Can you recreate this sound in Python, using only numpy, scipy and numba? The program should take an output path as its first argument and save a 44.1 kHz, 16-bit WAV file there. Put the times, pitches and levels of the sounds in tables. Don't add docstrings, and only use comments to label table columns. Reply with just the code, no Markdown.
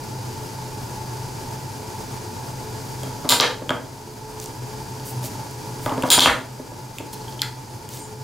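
import sys
import numpy as np
from scipy import signal
from scipy.fft import rfft, irfft, next_fast_len
from scipy.io import wavfile
from scipy.ndimage import uniform_filter1d, minimum_filter1d
from numba import njit

SR = 44100
rng = np.random.default_rng(int(sys.argv[2]) if len(sys.argv) > 2 else 0)


def int16_out(signal):
    q = np.round(np.clip(np.atleast_2d(signal).T, -1, 1) * 32767)
    wavfile.write(sys.argv[1], SR, q.astype(np.int16))


def convert_level_to_amplitude(level_db):
    exponent = np.asarray(level_db, float) / 20
    return 10 ** exponent


N = 362943
LEFT_RIGHT = np.array([[1], [-1]])


def coloured(gain_of_hz, size):
    fast = next_fast_len(size)
    hz = np.maximum(np.fft.rfftfreq(fast, 1 / SR), 1)
    spectrum = rfft(rng.standard_normal(fast)) * gain_of_hz(hz)
    return irfft(spectrum, fast)[:size]


def bell(centre_hz, octaves):
    return lambda hz: np.exp(-0.5 * (np.log2(hz / centre_hz) / octaves) ** 2)


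def rms(x):
    return np.sqrt(np.mean(x ** 2))


def fans():
    # pitch_hz [Hz], level_db [dB per Hz]
    air_curve = [(12, -46), (20, -8.5), (68, -11.5), (120, -2.5), (154, -7.5), (277, -8), (434, -11.5),
                 (472, -15), (738, -16), (897, -12), (1260, -25), (3740, -27.5), (4810, -24.5),
                 (11100, -30.5), (16000, -37.5)]
    # pitch_hz [Hz], side_minus_mid_db [dB]
    side_curve = [(60, -17), (110, -24), (200, -9), (380, -6.5), (700, -10.5), (1290, -3), (2380, -4),
                  (4400, -7.5), (8120, -13), (15000, -12)]
    # pitch_hz [Hz], width_hz [Hz], over_noise_db [dB]
    hum = [(103, 14.4, 6), (126.8, 4.87, 15), (360.5, 11, 4), (430.3, 1.75, 18), (511.4, 7.4, 7),
           (875.3, 27.6, 12.5), (915, 9.8, 6), (964.4, 6.1, 11.5), (1412, 186, 4.5), (1658, 34, 6.5),
           (13700, 1200, 1), (2375, 50, 4), (4500, 210, 0), (6500, 1700, 1), (10900, 230, 3)]
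    # pitch_hz [Hz], level_db [dB]
    whine_tones = [(3945, -69), (4738, -55), (5048, -57.5), (5379, -61), (9476, -67), (15740, -80)]
    air_db, drift_db, waver_rad = -31.5, 0.76, 1.47

    def curve(rows, hz):
        curve_hz, curve_db = np.array(rows).T
        return convert_level_to_amplitude(np.interp(np.log(hz), np.log(curve_hz), curve_db))

    def mid_gain(hz):
        peaks = sum(convert_level_to_amplitude(db) ** 2 / (1 + (2 * (hz - peak_hz) / width_hz) ** 2) for peak_hz, width_hz, db in hum)
        return curve(air_curve, hz) * np.sqrt(1 + peaks)

    mid = coloured(mid_gain, N)
    side = coloured(lambda hz: mid_gain(hz) * curve(side_curve, hz), N)
    drift = coloured(bell(1.5, 2.6), N)
    level = convert_level_to_amplitude(air_db + drift_db * drift / rms(drift)) / rms(mid)
    air = level * (mid + side * LEFT_RIGHT)
    air *= convert_level_to_amplitude(0.15 * LEFT_RIGHT)
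    t = np.arange(N) / SR
    waver = coloured(bell(2.4, 1.05), N)
    phase = waver_rad * waver / rms(waver)
    whine = sum(convert_level_to_amplitude(db) * np.sin(2 * np.pi * hz * t + phase) for hz, db in whine_tones)
    return air + np.sqrt(2) * whine


def stick_slip(rows, octaves):
    out = np.zeros(N + SR)
    for start_s, length_s, level_db, centre_hz in rows:
        size, start = int(length_s * SR), int(start_s * SR)
        steps_db = 2.2 * np.repeat(rng.standard_normal(SR // 64), 64)[:size]
        hiss = coloured(bell(centre_hz, octaves), SR // 2)[:size] * convert_level_to_amplitude(steps_db)
        fade = signal.windows.tukey(size, 0.75)
        out[start:start + size] += convert_level_to_amplitude(level_db) * hiss / rms(hiss) * fade
    return out[:N]


def brushes():
    strokes = [
        (2.747, 0.38, -52, 7040),
        (4.403, 0.057, -35, 6500),
        (5.036, .1, -34, 11500),
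        (5.215, .075, -33.5, 7400),
        (5.801, 0.091, -39.5, 8000),
        (6.04, 0.065, -38, 4500),
        (6.93, 0.083, -46, 7100),
        (7.124, 0.026, -32, 6500),
        (7.26, .08, -45.5, 6000),
        (7.879, 0.14, -35.5, 6500),
    ]
    return stick_slip(strokes, octaves=1.4)


def burst(hz, octaves, t60, t):
    noise = coloured(bell(hz, octaves), len(t))
    return noise / rms(noise) * convert_level_to_amplitude(-60 * t / t60)


def ring(modes, db, t, near_hz=1000.0, reach_db=0.0):
    scatter_db, detune = 1.8, 0.0079
    push_db, push_cycles = -3.5, 11.2
    hz, mode_db, t60 = np.array(modes).T[:, :, None]
    chance = rng.standard_normal((2, len(modes), 1))
    sense = (-1.0) ** np.arange(len(modes))[:, None]
    far_db = reach_db * np.log2(hz / near_hz) ** 2
    gain = sense * convert_level_to_amplitude(db + mode_db + scatter_db * chance[1] - far_db) / np.sqrt(len(modes))
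    tone = gain * np.sin(2 * np.pi * hz * (1 + detune * chance[0]) * t)
    push = convert_level_to_amplitude(push_db - 60 * t * hz / push_cycles)
    return np.sum(tone * (convert_level_to_amplitude(-60 * t / t60) + push), axis=0)


def strike(out, start_s, main_hz, shell_db, magnet_db, knock_db, table_db):
    # pitch_hz [Hz], level_db [dB], t60_s [s]
    shell_modes = [(1900, -21, 0.007), (2400, -1, 0.0063), (3210, 9, 0.01), (3570, 6.5, 0.014),
                   (3940, -17, 0.005), (4370, 6.5, 0.0086), (5000, 10, 0.0062), (5350, 2.5, 0.017),
                   (5910, 13, 0.0044)]
    magnet_modes = [(6860, 3, 0.017), (7320, 9, 0.007), (8850, 9, 0.0039), (10050, -11, 0.0085),
                    (10600, -4, .004), (11150, 3.5, 0.0054), (12800, -10, 0.0043), (14400, -12, .005)]
    knock_modes = [(724, -11, 0.015), (956, 1.5, 0.052), (1220, -1.5, 0.042), (1574, 3.5, 0.013),
                   (1625, -18, 0.025), (2080, 0, 0.0068)]
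    table_modes = [(127, -3, 0.086), (263.7, 0.5, 0.14), (334, -2, 0.047), (422, 1.5, 0.029),
                   (571, 6.5, 0.025), (666, 0.5, 0.027)]
    dome_hz, free_t60_s, clamped_t60_s = 3230, 0.032, 0.0092
    crack_db, rattle_db, rattle_t60_s, rumble_db = 2.5, -14.5, 0.049, -5.5

    t = np.arange(SR // 8) / SR
    rings_free = abs(main_hz - dome_hz) < 180 and shell_db < -4
    t60 = free_t60_s if rings_free else clamped_t60_s
    sense = (-1.0) ** np.argmin(np.abs(np.array(shell_modes)[:, 0] - main_hz))
    blow = sense * convert_level_to_amplitude(shell_db + 3.5 - 60 * t / t60) * np.sin(2 * np.pi * main_hz * t)
    blow += ring(shell_modes, shell_db, t, main_hz, reach_db=18.0)
    blow += ring(magnet_modes, magnet_db, t)
    blow += ring(knock_modes, knock_db, t)
    blow += ring(table_modes, table_db, t)
    blow += convert_level_to_amplitude(magnet_db + crack_db) * burst(9800.0, 0.6, 0.0054, t)
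    blow += convert_level_to_amplitude(shell_db + rattle_db) * burst(main_hz, 0.3, rattle_t60_s, t)
    blow += convert_level_to_amplitude(magnet_db + rattle_db) * burst(11700.0, 1.0, rattle_t60_s, t)
    blow += convert_level_to_amplitude((knock_db + table_db) / 2 + rumble_db) * burst(700, 0.76, 0.11, t)
    start = int(start_s * SR)
    out[start:start + len(t)] += blow * np.minimum(t / 0.00034, 1)


def thuds():
    bumps = [
        (3.033, -28.5),
        (3.071, -27.5),
        (3.619, -20),
        (5.241, -32),
        (6.596, -21.5),
        (6.719, -27.5),
        (7.003, -26),
    ]
    out = np.zeros(N + SR)
    for start_s, table_db in bumps:
        strike(out, start_s, 3700, table_db - 30, table_db - 30, table_db - 16, table_db)
    return out[:N]


def ticks():
    touches = [(3.033, 3220, -36.5, -30), (4.4, 5970, -29, -28), (4.459, 5860, -31, -27),
               (4.998, 4500, -33, -46), (5.51, 5500, -53, -32), (5.241, 5250, -31, -46),
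               (5.895, 2900, -30, -36), (6.0236, 2690, -23, -27), (6.088, 4700, -30, -43),
               (6.9843, 2620, -20, -24), (7.281, 3200, -35, -63), (7.325, 4500, -33, -50),
               (7.3935, 3160, -30, -71), (7.89, 2980, -35, -24.5), (7.937, 6000, -35, -31)]
    out = np.zeros(N + SR)
    for start_s, main_hz, shell_db, magnet_db in touches:
        strike(out, start_s, main_hz, shell_db, magnet_db, shell_db - 23, shell_db - 16)
    return out[:N]


def skids():
    scrapes = [
        (3.238, 0.037, -34.5, 700),
        (3.404, 0.054, -17, 1700),
        (3.404, 0.072, -22.5, 590),
        (5.865, 0.07, -26.5, 814),
        (6.025, 0.048, -25, 790),
        (6.259, .11, -27.5, 76),
        (6.264, 0.0476, -14, 1500),
        (6.993, 0.043, -32.5, 280),
        (7.4165, 0.025, -26.5, 1820),
    ]
    return stick_slip(scrapes, octaves=0.41)


def landings():
    rocks = [
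        (3.246, -32, -22.5),
        (3.253, -29, -29),
        (3.7051, -8, -14),
        (5.861, -16, -17),
        (5.921, -24, -19),
        (5.979, -23, -20),
        (6.0355, -16, -17),
        (6.178, -7.5, -12.5),
        (6.271, -19, -15),
        (6.285, -24, -18),
    ]
    out = np.zeros(N + SR)
    for start_s, knock_db, table_db in rocks:
        strike(out, start_s, 3700, knock_db - 14, knock_db - 19, knock_db, table_db)
    return out[:N]


def snaps():
    closings = [(3.2906, 4100, 9.5, 5.5, -6.5), (3.295, 3870, 5.5, 6.5, -12), (3.322, 3930, -4, -24, -6),
                (3.3996, 3880, 8.5, -12, 1.5), (3.408, 5600, -3, -8, -19), (3.6931, 3210, -16.5, -25, -12),
                (6.1026, 3900, 12, 14.5, -5), (6.105, 3460, -11, -1, -15), (6.188, 5240, -10, -30, -8),
                (6.1938, 3670, 8.5, 2, -2.5), (6.205, 4000, 12.5, 6, -14), (6.2134, 5000, -22, -18, -11),
                (3.7053, 2410, -24, -50, -34), (6.221, 3480, -16, -26, -11), (6.2587, 2600, 1, -15, 0),
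                (7.4181, 4170, -9, -13.5, -38)]
    out = np.zeros(N + SR)
    for start_s, main_hz, shell_db, magnet_db, knock_db in closings:
        strike(out, start_s, main_hz, shell_db, magnet_db, knock_db, knock_db - 11)
    return out[:N]


def squeaks():
    drags = [
        (7.12, .044, -44, 4200),
        (7.2, .033, -45, 4400),
        (9.1, .043, -41, 4550),
        (7.97, 0.091, -40, 8700),
        (7.96, .14, -43, 7100),
    ]
    return stick_slip(drags, octaves=0.08)


def room(x):
    # pitch_hz [Hz], t60_s [s], level_db [dB], side_colour_db [dB]
    bands = [(179, 0.34, 3.5, -3), (405, 0.46, 4.5, 2), (895, 0.35, 2.5, -4.5), (1910, 0.32, 5, -1.5),
             (4000, 0.33, -4.5, -2.5), (7500, 0.34, -2.5, -3), (13000, 0.3, -6, -9)]
    room_db, side_level_db = -33, -9.5
    first_wall_s, build_s = 0.0028, 0.011
    ceiling_s, ceiling_db, ceiling_smear_s = 0.0125, -1.5, 0.0029
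    t = np.arange(SR // 2) / SR
    swell = 1 - np.exp(-np.maximum(t - first_wall_s, 0) / build_s)
    swell += convert_level_to_amplitude(ceiling_db) * (t > ceiling_s) * np.exp(-np.abs(t - ceiling_s) / ceiling_smear_s)
    mid, side = np.zeros(len(t)), np.zeros(len(t))
    for hz, t60, db, side_db in bands:
        decay_db = db - 60 * t / t60
        mid += convert_level_to_amplitude(decay_db) * coloured(bell(hz, 0.53), len(t))
        side += convert_level_to_amplitude(decay_db + side_db) * coloured(bell(hz, 0.53), len(t))
    echo = convert_level_to_amplitude(room_db) * swell * (mid + convert_level_to_amplitude(side_level_db) * side * LEFT_RIGHT)
    return signal.fftconvolve(x[None], echo, axes=1)[:, :N]


def scene():
    air = fans()
    near = brushes() + thuds() + ticks() + skids() + landings() + snaps() + squeaks()
    return near + room(near) + air


@njit
def recover(need, step):
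    gain, g = np.empty(len(need)), 1.0
    for i in range(len(need)):
        g = min(need[i], g + step * (1 - g))
        gain[i] = g
    return gain


def duck(x):
    threshold_db, knee_db, depth_db = -5, 8, -5
    fall_s, hold_s, back_s = 0.12, 0.67, 0.6
    peak_db = 20 * np.log10(np.abs(x).max(axis=0) + 1e-9)
    over = np.clip((peak_db - threshold_db) / knee_db, 0, 1)
    hold, fall = int(hold_s * SR) // 2, int(fall_s * SR) // 2
    need = minimum_filter1d(convert_level_to_amplitude(depth_db * over), 2 * hold + 1, origin=hold, mode="nearest")
    gain = recover(need, 1 / (back_s * SR))
    return uniform_filter1d(gain, 2 * fall + 1, origin=fall, mode="nearest")


def limit(x):
    ceiling, ahead_s, recover_s = 0.98, 0.0018, 0.018
    ahead = int(ahead_s * SR)
    need = np.minimum(ceiling / (np.abs(x).max(axis=0) + 1e-9), 1)
    need = minimum_filter1d(need, ahead + 1, origin=-(ahead // 2))
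    gain = uniform_filter1d(recover(need, 1 / (recover_s * SR)), size=9)
    return np.clip(x * gain, -1, 1)


def top_cut(x):
    return signal.sosfilt(signal.butter(12, 16510, fs=SR, output="sos"), x)


def record(dry):
    band_limit = signal.ellip(10, 0.3, 60, 15770, fs=SR, output="sos")
    x = signal.sosfilt(band_limit, dry)
    x = x * duck(x)
    return top_cut(limit(x))


dry = scene()
out = record(dry)
int16_out(out)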